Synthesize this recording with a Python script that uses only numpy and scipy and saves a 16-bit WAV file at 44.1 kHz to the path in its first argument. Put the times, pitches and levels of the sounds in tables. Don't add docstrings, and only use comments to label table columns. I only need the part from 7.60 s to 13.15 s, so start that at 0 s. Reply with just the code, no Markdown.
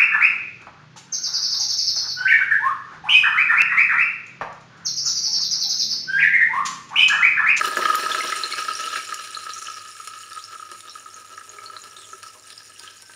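import sys
import numpy as np
from scipy import signal
from scipy.fft import rfft, irfft
from scipy.io import wavfile
from scipy.ndimage import uniform_filter1d

SR = 44100
rng = np.random.default_rng(int(sys.argv[2]) if len(sys.argv) > 2 else 0)


def waveform_to_disk(signal):
    frames = np.transpose(np.atleast_2d(signal))
    scaled = np.clip(frames, -1, 1) * 32767
    samples = np.round(scaled).astype(np.int16)
    wavfile.write(sys.argv[1], SR, samples)


N = 244755
T = np.arange(N) / SR
BRIEF = T[:2048]


def undb(db):
    return 10 ** (np.asarray(db) / 20)


def unit(x):
    return x / np.sqrt(np.mean(x ** 2))


def peak(x):
    return x / np.max(np.abs(x))


def add(out, start_s, sound):
    i = int(np.clip(start_s * SR, 0, N - 1))
    out[i:i + len(sound)] += sound[:N - i]


def through(x, response):
    return signal.fftconvolve(x, response)[:len(x)]


def colour(points, size=2048):
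    hz, db = np.transpose(points)
    grid_hz = np.maximum(np.fft.rfftfreq(size, 1 / SR), 1)
    magnitude = undb(np.interp(np.log(grid_hz), np.log(hz), db))
    cepstrum = irfft(np.log(magnitude))
    cepstrum[1:size // 2] *= 2
    cepstrum[size // 2 + 1:] = 0
    return irfft(np.exp(rfft(cepstrum)))


def wander(per_s):
    hold = max(int(SR / per_s), 1)
    steps = np.repeat(rng.standard_normal(N // hold + 1), hold)
    return unit(uniform_filter1d(steps, hold)[:N])


def burst(decay_s, rough):
    spatter = rng.standard_normal(len(BRIEF)) * np.exp(-BRIEF / decay_s)
    return (BRIEF == 0) + rough * spatter / np.linalg.norm(spatter)


def bubble(hz, cycles, glide):
    age = BRIEF * hz / cycles
    pitch = hz * (1 + glide * (1 - np.exp(-age)))
    envelope = (1 - np.exp(-age / 0.21)) * np.exp(-age)
    return peak(envelope * np.sin(2 * np.pi * np.cumsum(pitch) / SR))


# frequency in Hz, relative level in dB.
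ROOM_SPECTRUM = [(25, -14), (65, -9), (100, -2.5), (140, -4), (220, -3), (400, -2.5), (800, -8.5),
                 (2000, -2.5), (8000, -17)]

def kitchen(hum_hz=98.7, hum_db=-69, room_db=-58.5):
    band = colour([(70, -35), (95, -13), (108, 11), (135, -42)], size=8192)
    rumble = through(rng.standard_normal(N), band)
    hum = np.sin(2 * np.pi * hum_hz * T) + 0.5 * unit(rumble)
    room = through(rng.standard_normal(N), colour(ROOM_SPECTRUM))
    return undb(hum_db) * unit(hum) + undb(room_db) * unit(room)


# start and length in seconds, pitch in Hz, level in dB.
TONE_SWELLS = [(3.828, 0.34, 421.5, -63), (4.34, 0.28, 401, -62.5)]

def hollow_tone():
    out = np.zeros(N)
    waver = 1 + 0.024 * wander(45)
    for start, length, hz, db in TONE_SWELLS:
        swell = np.sin(np.pi * np.clip((T - start) / length, 0, 1))
        out += 2 * undb(db) * swell * np.sin(2 * np.pi * np.cumsum(hz * waver) / SR)
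    return out * undb(5.5 * wander(30))


# frequency in Hz, relative level in dB.
SAUCE_SPECTRUM = [(60, -31), (160, -16), (260, -10), (330, 1), (440, 1), (530, -5), (620, 1.5), (700, -9),
                  (900, -4), (1100, -0.5), (1500, -27)]
# start in seconds, level in dB, decay time in seconds.
SLOSH_EVENTS = [(0.168, -19.5, 0.02), (0.19, -20, 0.0063), (0.458, -26, 0.0025), (0.645, -24, 0.0055),
                (3.116, -39.5, 0.013), (4.75, -43.5, 0.037)]

def sloshes():
    out, t = np.zeros(N), T[:SR // 5]
    for start, db, decay_s in SLOSH_EVENTS:
        churn = rng.standard_normal(len(t)) * np.exp(-t / decay_s)
        add(out, start, undb(db) * peak(through(churn, colour(SAUCE_SPECTRUM))))
    return out


# frequency in Hz, relative level in dB, time to fall 60 dB in seconds.
PAN_MODES = [(1548, -1.5, 0.75), (940, -4, 0.08)]
# start in seconds, level in dB.
PAN_KNOCKS = [(5.204, -48), (5.425, -50.5), (5.496, -49)]

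def pan_knocks():
    out, t = np.zeros(N), T[:SR // 2]
    ring = sum(undb(db - 60 * t / t60) * np.sin(2 * np.pi * hz * t) for hz, db, t60 in PAN_MODES)
    for start, db in PAN_KNOCKS:
        thud = through(burst(decay_s=0.012, rough=4.1), colour(SAUCE_SPECTRUM))
        add(out, start, undb(db + 1) * peak(ring))
        add(out, start, undb(db - 2) * peak(thud))
    return out


# start and end in seconds, first and last pitch in Hz, level in dB.
STEAM_VENTS = [(0.916, 1.0, 2320, 2590, -38.5), (1.117, 1.213, 4540, 6000, -41.5),
               (1.27, 1.399, 3850, 2270, -40), (1.937, 2.201, 6670, 5100, -44.5),
               (2.789, 2.853, 3350, 5600, -49.5), (3.275, 3.322, 3520, 4260, -48),
               (4.368, 4.542, 8640, 6340, -51.5), (4.372, 4.46, 4340, 2970, -51),
               (4.648, 4.698, 5570, 5240, -51), (4.893, 4.929, 4300, 3300, -51),
               (4.899, 5.123, 4900, 5100, -59), (5.183, 5.311, 3400, 3370, -58.5)]

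def bubble_runs(count=45):
    out = np.zeros(N)
    for start, end, first_hz, last_hz, db in STEAM_VENTS:
        span = end - start
        train = np.zeros(int(span * SR) + len(BRIEF))
        for progress, detune, strength in rng.random((count, 3)):
            centre_hz = first_hz + progress * (last_hz - first_hz)
            hz = centre_hz * (1 + 0.17 * (detune - 0.5))
            add(train, progress * span, (0.18 + strength ** 2) * bubble(hz, cycles=7, glide=0.0041))
        add(out, start, undb(db) * train * np.sqrt(span * SR) / np.linalg.norm(train))
    return out


# start in seconds, level in dB, pitch in Hz.
BUBBLE_PINGS = [(0.2231, -14, 1890), (0.253, -16, 3080), (0.5171, -13, 3390), (0.606, -14.5, 2103),
                (0.7218, -14.5, 2000), (0.8355, -12, 4070), (0.9248, -16, 4180), (1.1523, -18.5, 5500),
                (1.241, -20, 2860), (1.7483, -18.5, 4050), (1.9035, -23.5, 3960), (1.935, -21.5, 5600),
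                (2.0708, -20, 2910), (2.635, -30.5, 2900), (2.8402, -24.5, 5240), (3.296, -25.5, 5430),
                (3.543, -27.5, 6470), (3.8932, -26.5, 6630), (3.985, -34, 2210), (4.0604, -26.5, 4300),
                (4.166, -26, 4000), (4.218, -29, 6800), (4.367, -29, 3620), (4.9784, -26, 5020),
                (5.1953, -29.5, 4770), (5.2769, -28, 3080)]

def pings():
    out = np.zeros(N)
    for start, db, hz in BUBBLE_PINGS:
        resonance = bubble(hz, cycles=2.5 + hz / 1100, glide=0.028)
        ring = through(resonance, burst(decay_s=0.0088, rough=0.61))
        add(out, start, undb(db) * peak(ring))
    return undb(-2) * out


HOT_UNTIL_S = 0.54
# frequency in Hz, relative level in dB.
SPIT_SPECTRUM = [(500, -29.5), (2000, -12.5), (4500, -10), (5600, -6), (6300, -25.5), (6900, -4),
                 (7900, -16), (9000, -8), (10500, -14), (12000, -26), (16000, -37)]
# start in seconds, level in dB.
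OIL_SPITS = [(0.056, -18.5), (0.08, -23), (0.3543, -16), (1.543, -18.5), (2.0247, -27), (2.474, -21.5),
             (2.731, -27), (3.1154, -28), (3.2057, -28), (3.3525, -36), (4.2388, -29.5), (4.6297, -28),
             (4.9037, -27.5), (5.1951, -28.5), (5.422, -32.5)]

def spits(hot_edge_db=1, cool_edge_db=-13):
    out, snap = np.zeros(N), colour(SPIT_SPECTRUM)
    top_octave = colour([(6000, -8), (11500, 25), (15000, 25.5)])
    for start, db in OIL_SPITS:
        crack = burst(decay_s=0.0018, rough=6.5)
        edge_db = hot_edge_db if start < HOT_UNTIL_S else cool_edge_db
        edge = undb(edge_db) * peak(through(crack, top_octave))
        add(out, start, undb(db) * (peak(through(crack, snap)) + edge))
    return undb(0.8) * out


# frequency and width in Hz, weight in dB.
MAIN_AIR_MODES = [(1267.6, 114.6, 0)]
UPPER_AIR_MODES = [(1679, 140, 0.5), (1770, 410, -2)]

def bowl_air(drive, modes):
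    response = np.zeros(len(BRIEF))
    for hz, width, db in modes:
        envelope = width ** 2 * BRIEF * np.exp(-np.pi * width * BRIEF)
        response += undb(db) * envelope * np.sin(2 * np.pi * hz * BRIEF)
    return through(drive, response)


# frequency in Hz, relative level in dB.
FRY_SPECTRUM = [(800, -25.5), (1500, -5.5), (1900, -12), (2200, -1), (2400, 3.5), (2700, 4), (2930, 5.5),
                (3200, -1.5), (3700, -1.5), (4200, 3.5), (4700, -1.5), (5600, 2), (6200, -4.5), (9000, -27)]
# start in seconds, level in dB, weight of the upper air modes in dB.
STEAM_POPS = [(0.011, -14, -2), (0.17, -15.5, -2), (0.255, -9, -8), (0.299, -12, -14), (0.335, -13.5, -17),
              (0.347, -12.5, -8), (0.462, -16, -11), (0.547, -15, -4.5), (0.724, -19, -3.5),
              (0.935, -21.5, -6), (1.083, -21, -9), (1.358, -20, -2), (1.524, -22.5, -4.5),
              (1.768, -25, -13), (1.866, -26, -10), (2.025, -33, -20), (2.082, -25, -13), (2.399, -28, -18),
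              (2.474, -32, -10), (2.773, -29, -13), (2.908, -37, -12), (2.953, -32, -12),
              (2.996, -31.5, -19), (3.024, -32.5, -27), (3.115, -30, -11), (3.354, -30, -14),
              (3.459, -32, -16), (3.777, -31.5, -4), (3.811, -35, -5), (3.986, -34, -6),
              (4.099, -31.5, -13), (4.165, -28.5, -9), (4.531, -32, -11), (4.635, -35, -24),
              (4.664, -35, -30), (5.244, -40, -5), (5.496, -44, 0)]

def pops():
    out, sauce, fry = np.zeros(N), colour(SAUCE_SPECTRUM), colour(FRY_SPECTRUM)
    for start, db, upper_db in STEAM_POPS:
        kick = burst(decay_s=0.0022, rough=0.47)
        main = peak(bowl_air(kick, MAIN_AIR_MODES))
        upper = undb(upper_db + 3.5) * peak(bowl_air(kick, UPPER_AIR_MODES))
        thud = undb(0.2 * upper_db - 8) * peak(through(kick, sauce))
        spatter = undb(0.45 * upper_db - 8) * peak(through(burst(decay_s=0.0037, rough=3.3), fry))
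        add(out, start, undb(db) * (main - upper + thud + spatter))
    return undb(0.56) * out


# centre and half-width in seconds, rise in dB.
BOIL_SURGES = [(-0.009, 0.03, 6), (0.589, 0.08, 2), (1.323, 0.12, 3), (2.055, 0.02, 3), (4.63, 0.029, 2),
               (4.897, 0.04, 7), (5.243, 0.062, 5)]

def boil_db(hold_s, cooling_db_per_s=9.5, simmer_db=-21.5):
    cooling = undb(-cooling_db_per_s * np.maximum(T - hold_s, 0))
    surges = sum(db * np.exp(-((T - centre) / half_s) ** 2) for centre, half_s, db in BOIL_SURGES)
    return 20 * np.log10(np.hypot(cooling, undb(simmer_db))) + surges


def follow_boil(db, hold_s, exponent):
    return undb(db + exponent * boil_db(hold_s))


def clicks(per_s, spread_db, size_limit, bunch_db):
    occurs = rng.random(N) < per_s / SR
    size = np.minimum(rng.exponential(size=N), size_limit)
    sign = rng.choice([-1, 1], N)
    train = occurs * sign * undb(spread_db * size) / np.sqrt(per_s)
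    return unit(train * undb(bunch_db * wander(70)))


def bubble_swarm(cycles, spread_db, count=1500):
    out = np.zeros(N)
    for when, smallness, length, strength in rng.random((count, 4)):
        db = -spread_db * np.log(strength + 0.028)
        ring = bubble(2800 * 4.98 ** smallness, cycles * (0.5 + length), glide=0.019)
        add(out, when * N / SR, undb(db) * ring)
    return unit(out)


LIFT_START_S, LIFT_TAKES_S, LIFT_DB = 4.38, 0.8, -10
DRIBBLE_PEAK_S, DRIBBLE_WIDTH_S, DRIBBLE_DB = 3.93, 0.81, -59
# frequency in Hz, relative level in dB.
FIZZ_SPECTRUM = [(2000, -25.5), (4600, -0.5), (5600, 6.5), (6300, -0.5), (6700, 8.5), (7400, 1.5),
                 (7900, -3.5), (8800, 4), (9800, 2), (11000, -6.5), (12300, -14.5), (13800, -51),
                 (14600, -3), (15500, -26)]

def sizzle():
    density = undb(0.6 * boil_db(HOT_UNTIL_S))
    steam = clicks(per_s=850 * density, spread_db=0.5, size_limit=2.33, bunch_db=3.5)
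    crackle = clicks(per_s=5000 * density, spread_db=1.65, size_limit=4.1, bunch_db=3)
    swarm = bubble_swarm(cycles=4.7, spread_db=3.5)
    main = unit(bowl_air(steam, MAIN_AIR_MODES))
    upper = unit(bowl_air(steam, UPPER_AIR_MODES))
    gurgle = unit(through(steam, colour(SAUCE_SPECTRUM)))
    fry = unit(through(crackle + 1.3 * steam + 0.5 * swarm, colour(FRY_SPECTRUM)))
    fizz = unit(through(crackle + 0.13 * steam + 0.79 * swarm, colour(FIZZ_SPECTRUM)))
    lifted = np.clip((T - LIFT_START_S) / LIFT_TAKES_S, 0, 1)
    dribble = undb(DRIBBLE_DB) * np.exp(-0.5 * ((T - DRIBBLE_PEAK_S) / DRIBBLE_WIDTH_S) ** 2)
    main *= follow_boil(db=-29, hold_s=0.32, exponent=0.98) * undb(LIFT_DB * lifted)
    upper *= follow_boil(db=-34, hold_s=0.32, exponent=1.174)
    gurgle *= np.hypot(follow_boil(db=-38, hold_s=0.32, exponent=1.48), dribble)
    fry *= follow_boil(db=-34, hold_s=0.76, exponent=0.97)
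    fizz *= follow_boil(db=-39, hold_s=0.85, exponent=0.58)
    return main - upper + gurgle + fry + fizz


def reflections(x, t60_s, near_db, room_db):
    t = T[:SR // 2]
    near, tail = rng.standard_normal((2, len(t)))
    near *= np.exp(-t / 0.0087) * (t > 0.001)
    tail *= undb(-60 * t / t60_s) * (t > 0.006)
    response = undb(near_db) * near / np.linalg.norm(near) + undb(room_db) * tail / np.linalg.norm(tail)
    return through(x, response)


def scene():
    direct = sizzle() + pops() + pings() + bubble_runs() + spits() + sloshes() + pan_knocks()
    reflected = reflections(direct, t60_s=0.39, near_db=-7.5, room_db=-7)
    return (undb(0.4) * (direct + reflected) + hollow_tone() + kitchen())[None]


def record(dry):
    return signal.sosfilt(signal.ellip(10, 0.2, 80, 15600, fs=SR, output="sos"), dry)


dry = scene()
out = record(dry)
waveform_to_disk(out)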